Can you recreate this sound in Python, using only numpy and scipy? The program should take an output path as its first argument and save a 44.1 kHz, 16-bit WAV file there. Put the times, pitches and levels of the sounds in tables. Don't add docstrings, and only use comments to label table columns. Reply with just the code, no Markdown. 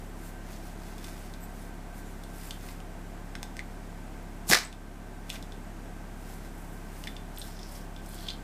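import sys
import numpy as np
from scipy import signal
from scipy.fft import rfft, irfft
from scipy.io import wavfile
from scipy.ndimage import uniform_filter1d

SR = 44100
rng = np.random.default_rng(int(sys.argv[2]) if len(sys.argv) > 2 else 0)


def int16_out(signal):
    q = np.round(np.clip(np.atleast_2d(signal).T, -1, 1) * 32767)
    wavfile.write(sys.argv[1], SR, q.astype(np.int16))


N = 371763
TIME = np.arange(N) / SR


def undb(db):
    return 10 ** (np.asarray(db) / 20)


def unit(x):
    return x / np.sqrt(np.mean(x ** 2))


def response(points, peaks=()):
    hz = np.maximum(np.fft.rfftfreq(4096, 1 / SR), 1)
    point_hz, point_db = np.transpose(points)
    db = np.interp(np.log(hz), np.log(point_hz), point_db)
    for centre, width, height in peaks:
        db = db + height / (1 + (2 * (hz - centre) / width) ** 2)
    cepstrum = irfft(np.log(undb(db)))
    half = len(cepstrum) // 2
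    h = irfft(np.exp(rfft(2 * cepstrum[:half], 2 * half)))
    return h / np.linalg.norm(h)


def colour(x, points, peaks=()):
    return signal.oaconvolve(x, response(points, peaks))[:len(x)]


def add(track, s, sound):
    i = int(s * SR)
    track[i:i + len(sound)] += sound[:N - i]


def burst(length_s, size=4096):
    fade = np.exp(-(np.arange(size) / SR / length_s) ** 2)
    spectrum = rfft(rng.standard_normal(size) * fade)
    evened = irfft(spectrum / np.abs(spectrum) ** .6)
    x = evened * fade ** .2
    return x * np.linalg.norm(fade) / np.linalg.norm(x)


def wander(points_per_s):
    return np.interp(TIME * points_per_s, np.arange(N), rng.standard_normal(N))


def friction(grain_db, grain_hz):
    return unit(rng.standard_normal(N) * undb(grain_db * wander(grain_hz)))


SHAFT_HZ = 17.1
DRONE_TONES = [(2, -43), (3, -66), (4, -55), (6, -54), (7, -64), (8, -66.5), (9, -69.5), (10, -53),
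               (12, -60), (12.5, -58.5), (14.6, -59), (16, -61), (19.3, -62.5)]
# frequency in Hz, relative level in dB per Hz.
AIR_COLOUR = [(20, -12), (45, -8.5), (90, -10), (160, -1.5), (230, -2), (380, -2.5), (500, -8.5), (900, -8),
              (1150, -11.5), (2000, -15), (2800, -21), (4200, -25.5), (7500, -26), (15000, -32)]
# centre in Hz, width in Hz, height in dB.
AIR_RESONANCES = [(699, 134, 6), (1554, 33, 10.9), (7940, 550, 2.7)]
AIR_DB = -48


def background(waver=.035):
    angle = 2 * np.pi * SHAFT_HZ * TIME + waver * wander(3)
    drone = np.zeros(N)
    for multiple, db in DRONE_TONES:
        phase = 2 * np.pi * rng.random()
        drone += np.sqrt(2) * undb(db) * np.sin(multiple * angle + phase)
    air = colour(rng.standard_normal(N), AIR_COLOUR, AIR_RESONANCES)
    return drone + undb(AIR_DB) * air


RISE_SHARE, STROKE_SHAPE = 0.57, 1.28


def stroke(s, db, length_s):
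    before = (s - TIME) / RISE_SHARE
    after = (TIME - s) / (1 - RISE_SHARE)
    away = np.maximum(before, after) / length_s
    near = away < 6
    power = np.zeros(N)
    power[near] = undb(db) ** 2 * np.exp(-away[near] ** STROKE_SHAPE)
    return power


def sliding(rows, light, firm):
    light_power, firm_power = np.zeros(N), np.zeros(N)
    for s, db, length_s, share in rows:
        power = stroke(s, db, length_s)
        light_power += power * (1 - share)
        firm_power += power * share
    return light * np.sqrt(light_power) + firm * np.sqrt(firm_power)


# centre in Hz, width in Hz, height in dB.
BODY_RING = [(2070, 390, 3), (3540, 110, 9.5), (5450, 150, 6.5), (8200, 260, 8), (13400, 500, 0)]
# frequency in Hz, relative level in dB per Hz.
CATCH_TONE = [(900, -14), (2000, 6), (3500, 1.5), (5500, 2), (9000, -10), (15000, 1)]
CATCHES_PER_S, CATCH_DB, CATCH_SCATTER_DB = 77, -6, 3


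def catches():
    hits = rng.random(N) < CATCHES_PER_S / SR
    clicks = hits * undb(CATCH_SCATTER_DB * rng.standard_normal(N))
    return undb(CATCH_DB) * unit(colour(clicks, CATCH_TONE, BODY_RING))


# loudest moment in seconds, level in dB, length in seconds, grip from 0 to 1.
GLOVE_STROKES = [(.05, -62, .12, 0), (0.265, -52.5, 0.082, .2), (0.526, -51.5, 0.063, 0.9),
                 (.67, -54, 0.079, 0.6), (0.893, -54.5, 0.11, 0.9), (1.085, -50, 0.079, 0.74),
                 (1.21, -55, 0.19, .7), (1.61, -57.5, 0.13, 0.3), (1.987, -52, 0.033, .1),
                 (2.112, -60.5, .16, 0.3), (2.454, -48.5, 0.13, 0.34), (2.683, -50, .08, 0.55),
                 (5.34, -46.5, 0.042, 0.85), (6.32, -54.5, 0.12, 0.4), (6.457, -54, 0.033, 0.8),
                 (6.6, -60, .12, 0), (6.745, -60, 0.097, .1), (7.013, -54.5, .18, 0.4),
                 (7.465, -51.5, 0.1, 0.16), (7.746, -51, .08, 0.05), (8.125, -53, 0.07, 0),
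                 (8.218, -53, .13, .2)]
# loudest moment in seconds, level in dB,
# length in seconds, share of the low squeaky resonance from 0 to 1.
LOOP_DRAGS = [(7.45, -56.5, 0.074, 0.2), (7.627, -55, .14, 0), (7.765, -57, .08, 0.25),
              (8.2, -54.5, .13, 0.83), (8.252, -44.5, 0.028, 1), (8.302, -38.5, 0.022, 1)]
# frequency in Hz, relative level in dB per Hz.
TOUCH_TONE = [(1000, -10), (3500, -10), (5500, -8.5), (7500, 0.5), (12000, -0.5), (15000, -2.5)]
# frequency in Hz, relative level in dB per Hz.
RUB_TONE = [(300, -5), (1000, 3.5), (2000, 5), (3200, -0.5), (5000, 2.5), (7500, -2), (11000, -4.5),
            (15000, -8)]
# frequency in Hz, relative level in dB per Hz.
SCRAPE_TONE = [(1200, -26), (2500, -2), (3200, 0), (6000, -2), (9000, -11), (15000, -21)]


def handling(ring=0.097):
    weak_ring = [(hz, width, ring * db) for hz, width, db in BODY_RING]
    touch = colour(friction(grain_db=3.5, grain_hz=490), TOUCH_TONE, weak_ring)
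    grip = colour(friction(grain_db=4.0, grain_hz=600), RUB_TONE, weak_ring) + catches()
    brush = colour(friction(grain_db=6.0, grain_hz=394), SCRAPE_TONE, [(5370, 2100, 16.0)])
    squeak_peaks = [(3260, 460, 12.0), (4330, 1300, 14.0)]
    squeak = colour(friction(grain_db=6.5, grain_hz=398.5), SCRAPE_TONE, squeak_peaks)
    return sliding(GLOVE_STROKES, touch, grip) + sliding(LOOP_DRAGS, brush, squeak)


# start in seconds, level in dB (before a shared 3 dB cut),
# knock pitch in Hz, treble slope in dB per octave, contact length in seconds.
PLASTIC_TICKS = [(0.981, -42, 3300, 0, .0033), (1.043, -41, 3300, -2.5, 0.0064),
                 (1.338, -42.5, 3550, -4, 0.0028), (2.236, -44, 3200, 0, .005),
                 (2.5083, -30, 3100, -6, 0.0025), (2.687, -40, 2200, -8, 0.0037),
                 (2.803, -42, 2860, -5, .0015), (3.353, -28, 1510, -8.5, 0.0025),
                 (3.43, -26, 830, -3, 0.0017), (3.568, -30, 1850, -3, 0.0006),
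                 (3.5925, -25.5, 2060, -9.5, 0.0011), (4.727, -39.5, 2700, -5, .003),
                 (5.294, -39, 2200, 0, .009), (5.3015, -22.5, 3070, -8.5, 0.0016),
                 (5.355, -41, 2200, -6.5, .012), (5.426, -40.5, 3400, -2.5, .003),
                 (5.521, -41.5, 3400, -9, 0.0021), (7.0392, -35, 2800, -3, 0.002),
                 (7.072, -30, 1900, -8.5, 0.0028), (7.075, -35.5, 3300, -14, 0.0036),
                 (7.166, -40, 3000, -9.5, 0.0038), (7.364, -39, 7500, -3, .001),
                 (7.373, -41.5, 3400, -13, .005), (7.385, -27, 12500, 0, .0015),
                 (7.416, -39.5, 3650, -14, 0.0093), (7.591, -45, 3380, -4, .004),
                 (7.631, -39, 5030, -12, 0.0013), (7.963, -43.5, 3260, -7, .003),
                 (8.061, -42, 5500, 2, .0028), (8.091, -38, 11000, 0, .002),
                 (8.285, -31, 3250, -16, 0.0033)]
# frequency in Hz, relative level in dB per Hz.
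TICK_TONE = [(200, 11), (1000, -1), (2200, 1), (6000, 4), (15000, -3)]


def ticks(knock_db=6.0, knock_width=0.44, below_db_per_octave=22):
    out = np.zeros(N)
    for s, db, hz, slope_db, length_s in PLASTIC_TICKS:
        contact = [(hz / 4, -2 * below_db_per_octave), (hz, 0), (hz * 16, 4 * slope_db)]
        knock = [(hz, knock_width * hz, knock_db)]
        add(out, s, undb(db) * colour(burst(length_s), contact, knock))
    return undb(-3) * colour(out, TICK_TONE, BODY_RING)


# loudest moment in seconds,
# level in dB, length in seconds, pitch in Hz, upper resonance in dB.
FINGER_CHIRPS = [(1.438, -48, 0.019, 8020, 30), (2.075, -59, .03, 7250, 5), (4.651, -47, .02, 8000, 3),
                 (7.4, -45, 0.014, 8700, 6)]
CHIRP_WIDTH_HZ, CHIRP_RING_DB, CHIRP_UPPER_RATIO = 1500, 25, 1.67


def chirps():
    slip = friction(grain_db=7.5, grain_hz=493)
    out = np.zeros(N)
    for s, db, length_s, hz, upper_db in FINGER_CHIRPS:
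        lower = (hz, CHIRP_WIDTH_HZ, CHIRP_RING_DB)
        upper = (hz * CHIRP_UPPER_RATIO, CHIRP_WIDTH_HZ * CHIRP_UPPER_RATIO, upper_db)
        out += colour(slip, RUB_TONE, [lower, upper]) * np.sqrt(stroke(s, db, length_s))
    return out


# frequency in Hz, relative level in dB per Hz.
RUSH_TONE = [(500, -12), (2500, -11), (4500, -4), (7000, -1), (10000, -3), (15000, -4)]
SLACK_S, RUSH_DB, RUSH_HOLD_S = 4.497, -24.5, 0.0037
RUSH_RISE_DB_PER_S, RUSH_FALL_DB_PER_S = 1020, 361
FLAP_HZ, FLAP_OCTAVES_PER_S = 130.6, 75
FLAP_DB, FLAP_FALL_DB_PER_S = -25, 167
FLAP_RAMP_S, FLAP_LENGTH_S = 0.0031, .04
FLAP_ROUGH = 0.46


def swish():
    t = TIME - SLACK_S
    rise_db = RUSH_RISE_DB_PER_S * np.maximum(-t, 0)
    fall_db = RUSH_FALL_DB_PER_S * np.maximum(t - RUSH_HOLD_S, 0)
    rush_gain = undb(np.maximum(RUSH_DB - rise_db - fall_db, -200))
    rush = colour(friction(grain_db=2, grain_hz=700), RUSH_TONE) * rush_gain
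    age = np.clip(t, 0, FLAP_LENGTH_S)
    gate = np.clip(np.minimum(age, FLAP_LENGTH_S - age) / FLAP_RAMP_S, 0, 1)
    hz = FLAP_HZ * 2 ** (FLAP_OCTAVES_PER_S * age)
    note = np.sin(2 * np.pi * np.cumsum(hz * (t > 0)) / SR)
    flap = note * gate * undb(FLAP_DB - FLAP_FALL_DB_PER_S * age)
    ragged = 1 + FLAP_ROUGH * wander(330)
    return rush + flap * ragged


# start in seconds, crack level in dB, crack decay in seconds,
# body level in dB, body pitch in Hz.
RUBBER_SLAPS = [(4.4996, -24, 0.0016, -23, 750), (4.511, -16.5, 0.002, -33, 1200),
                (4.5153, -12, .0014, -17, 1720), (4.522, -17.5, .002, -19, 1600),
                (4.5245, -16.5, 0.002, -15, 1750), (4.5285, -20, .0035, -13.5, 2030),
                (4.533, -12.5, 0.0047, -0.5, 1836), (4.5450, -14.5, 0.0031, -15, 2220),
                (4.5490, -15.5, .003, -23, 1930), (4.5520, -16.5, 0.0019, -19, 1240),
                (4.5698, -19.5, 0.00076, -30, 2000), (4.572, -18.5, 0.00096, -22.5, 1160),
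                (4.5870, -21, 0.0017, -28, 1900)]
# frequency in Hz, relative level in dB per Hz.
CRACK_TONE = [(100, -20), (300, -7), (700, 2), (1100, 1.5), (2000, 1), (3100, -0.5), (5200, 4.5),
              (7000, -3), (10000, -8.5), (15000, -14)]
BODY_SWELL_CYCLES = 1.52
PATTER_S, PATTER_LENGTH_S, PATTER_DB, PATTER_FALL_DB_PER_S = 4.556, .09, -17, 210


def snap(count=14):
    cracks, bodies = np.zeros(N), np.zeros(N)
    t = TIME[:SR // 20]
    for s, crack_db, decay_s, body_db, hz in RUBBER_SLAPS:
        add(cracks, s, undb(crack_db) * burst(decay_s))
        age = t * hz / BODY_SWELL_CYCLES
        swell = age * np.exp((1 - age ** 2) / 2)
        add(bodies, s, undb(body_db) * swell * np.sin(2 * np.pi * hz * t))
    for after_s in (np.arange(count) + rng.random(count)) / count * PATTER_LENGTH_S:
        gain = undb(PATTER_DB - PATTER_FALL_DB_PER_S * after_s) * rng.random()
        add(cracks, PATTER_S + after_s, gain * burst(0.001))
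    return colour(cracks, CRACK_TONE) + bodies


# frequency in Hz, relative level in dB per Hz.
ROOM_TONE = [(80, -1), (300, 0), (1100, 0), (2000, -1), (3200, 0.5), (5200, 0), (8000, 1), (15000, -1.5)]
ROOM_T60_S, ROOM_TREBLE_T60_S = 0.28, 0.22


def room(x, wet_db, first_s, early_db, early_s=0.013, split_hz=6000):
    t = TIME[:SR // 2]
    noise = colour(rng.standard_normal(len(t)), ROOM_TONE)
    low = signal.sosfiltfilt(signal.butter(2, split_hz, fs=SR, output="sos"), noise)
    treble = noise - low
    tail = low * undb(-60 * t / ROOM_T60_S) + treble * undb(-60 * t / ROOM_TREBLE_T60_S)
    opening = np.clip(2 * t / first_s - 1, 0, 1)
    early_boost = undb(early_db * np.exp(-(t / early_s) ** 2))
    tail = tail * opening * early_boost
    return x + undb(wet_db) * signal.oaconvolve(x, tail / np.linalg.norm(tail))[:N]


def scene():
    loud = room(snap() + swish(), wet_db=-6.0, first_s=0.0025, early_db=1.5)
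    small = room(ticks() + handling() + chirps(), wet_db=-7.5, first_s=0.0039, early_db=4.5)
    return (loud + small + background())[None]


TOP_HZ = 15080


def record(dry, threshold_db=-18, squeeze=0.45, recover_db_per_s=4.0, attack_s=0.022):
    power = uniform_filter1d(dry[0] ** 2, SR // 200)
    over_db = np.maximum(10 * np.log10(np.abs(power) + 1e-12) - threshold_db, 0)
    ramp = recover_db_per_s * TIME
    held_db = np.maximum.accumulate(squeeze * over_db + ramp) - ramp
    pole = np.exp(-1 / (attack_s * SR))
    duck_db = signal.lfilter([1 - pole], [1, -pole], held_db)
    out = dry * undb(-duck_db)
    out = out / (1 + (out / .8) ** 4) ** .25
    low_pass = signal.firwin(801, TOP_HZ, fs=SR, window="blackman")
    return signal.fftconvolve(out, low_pass[None], mode="same")


dry = scene()
out = record(dry)
int16_out(out)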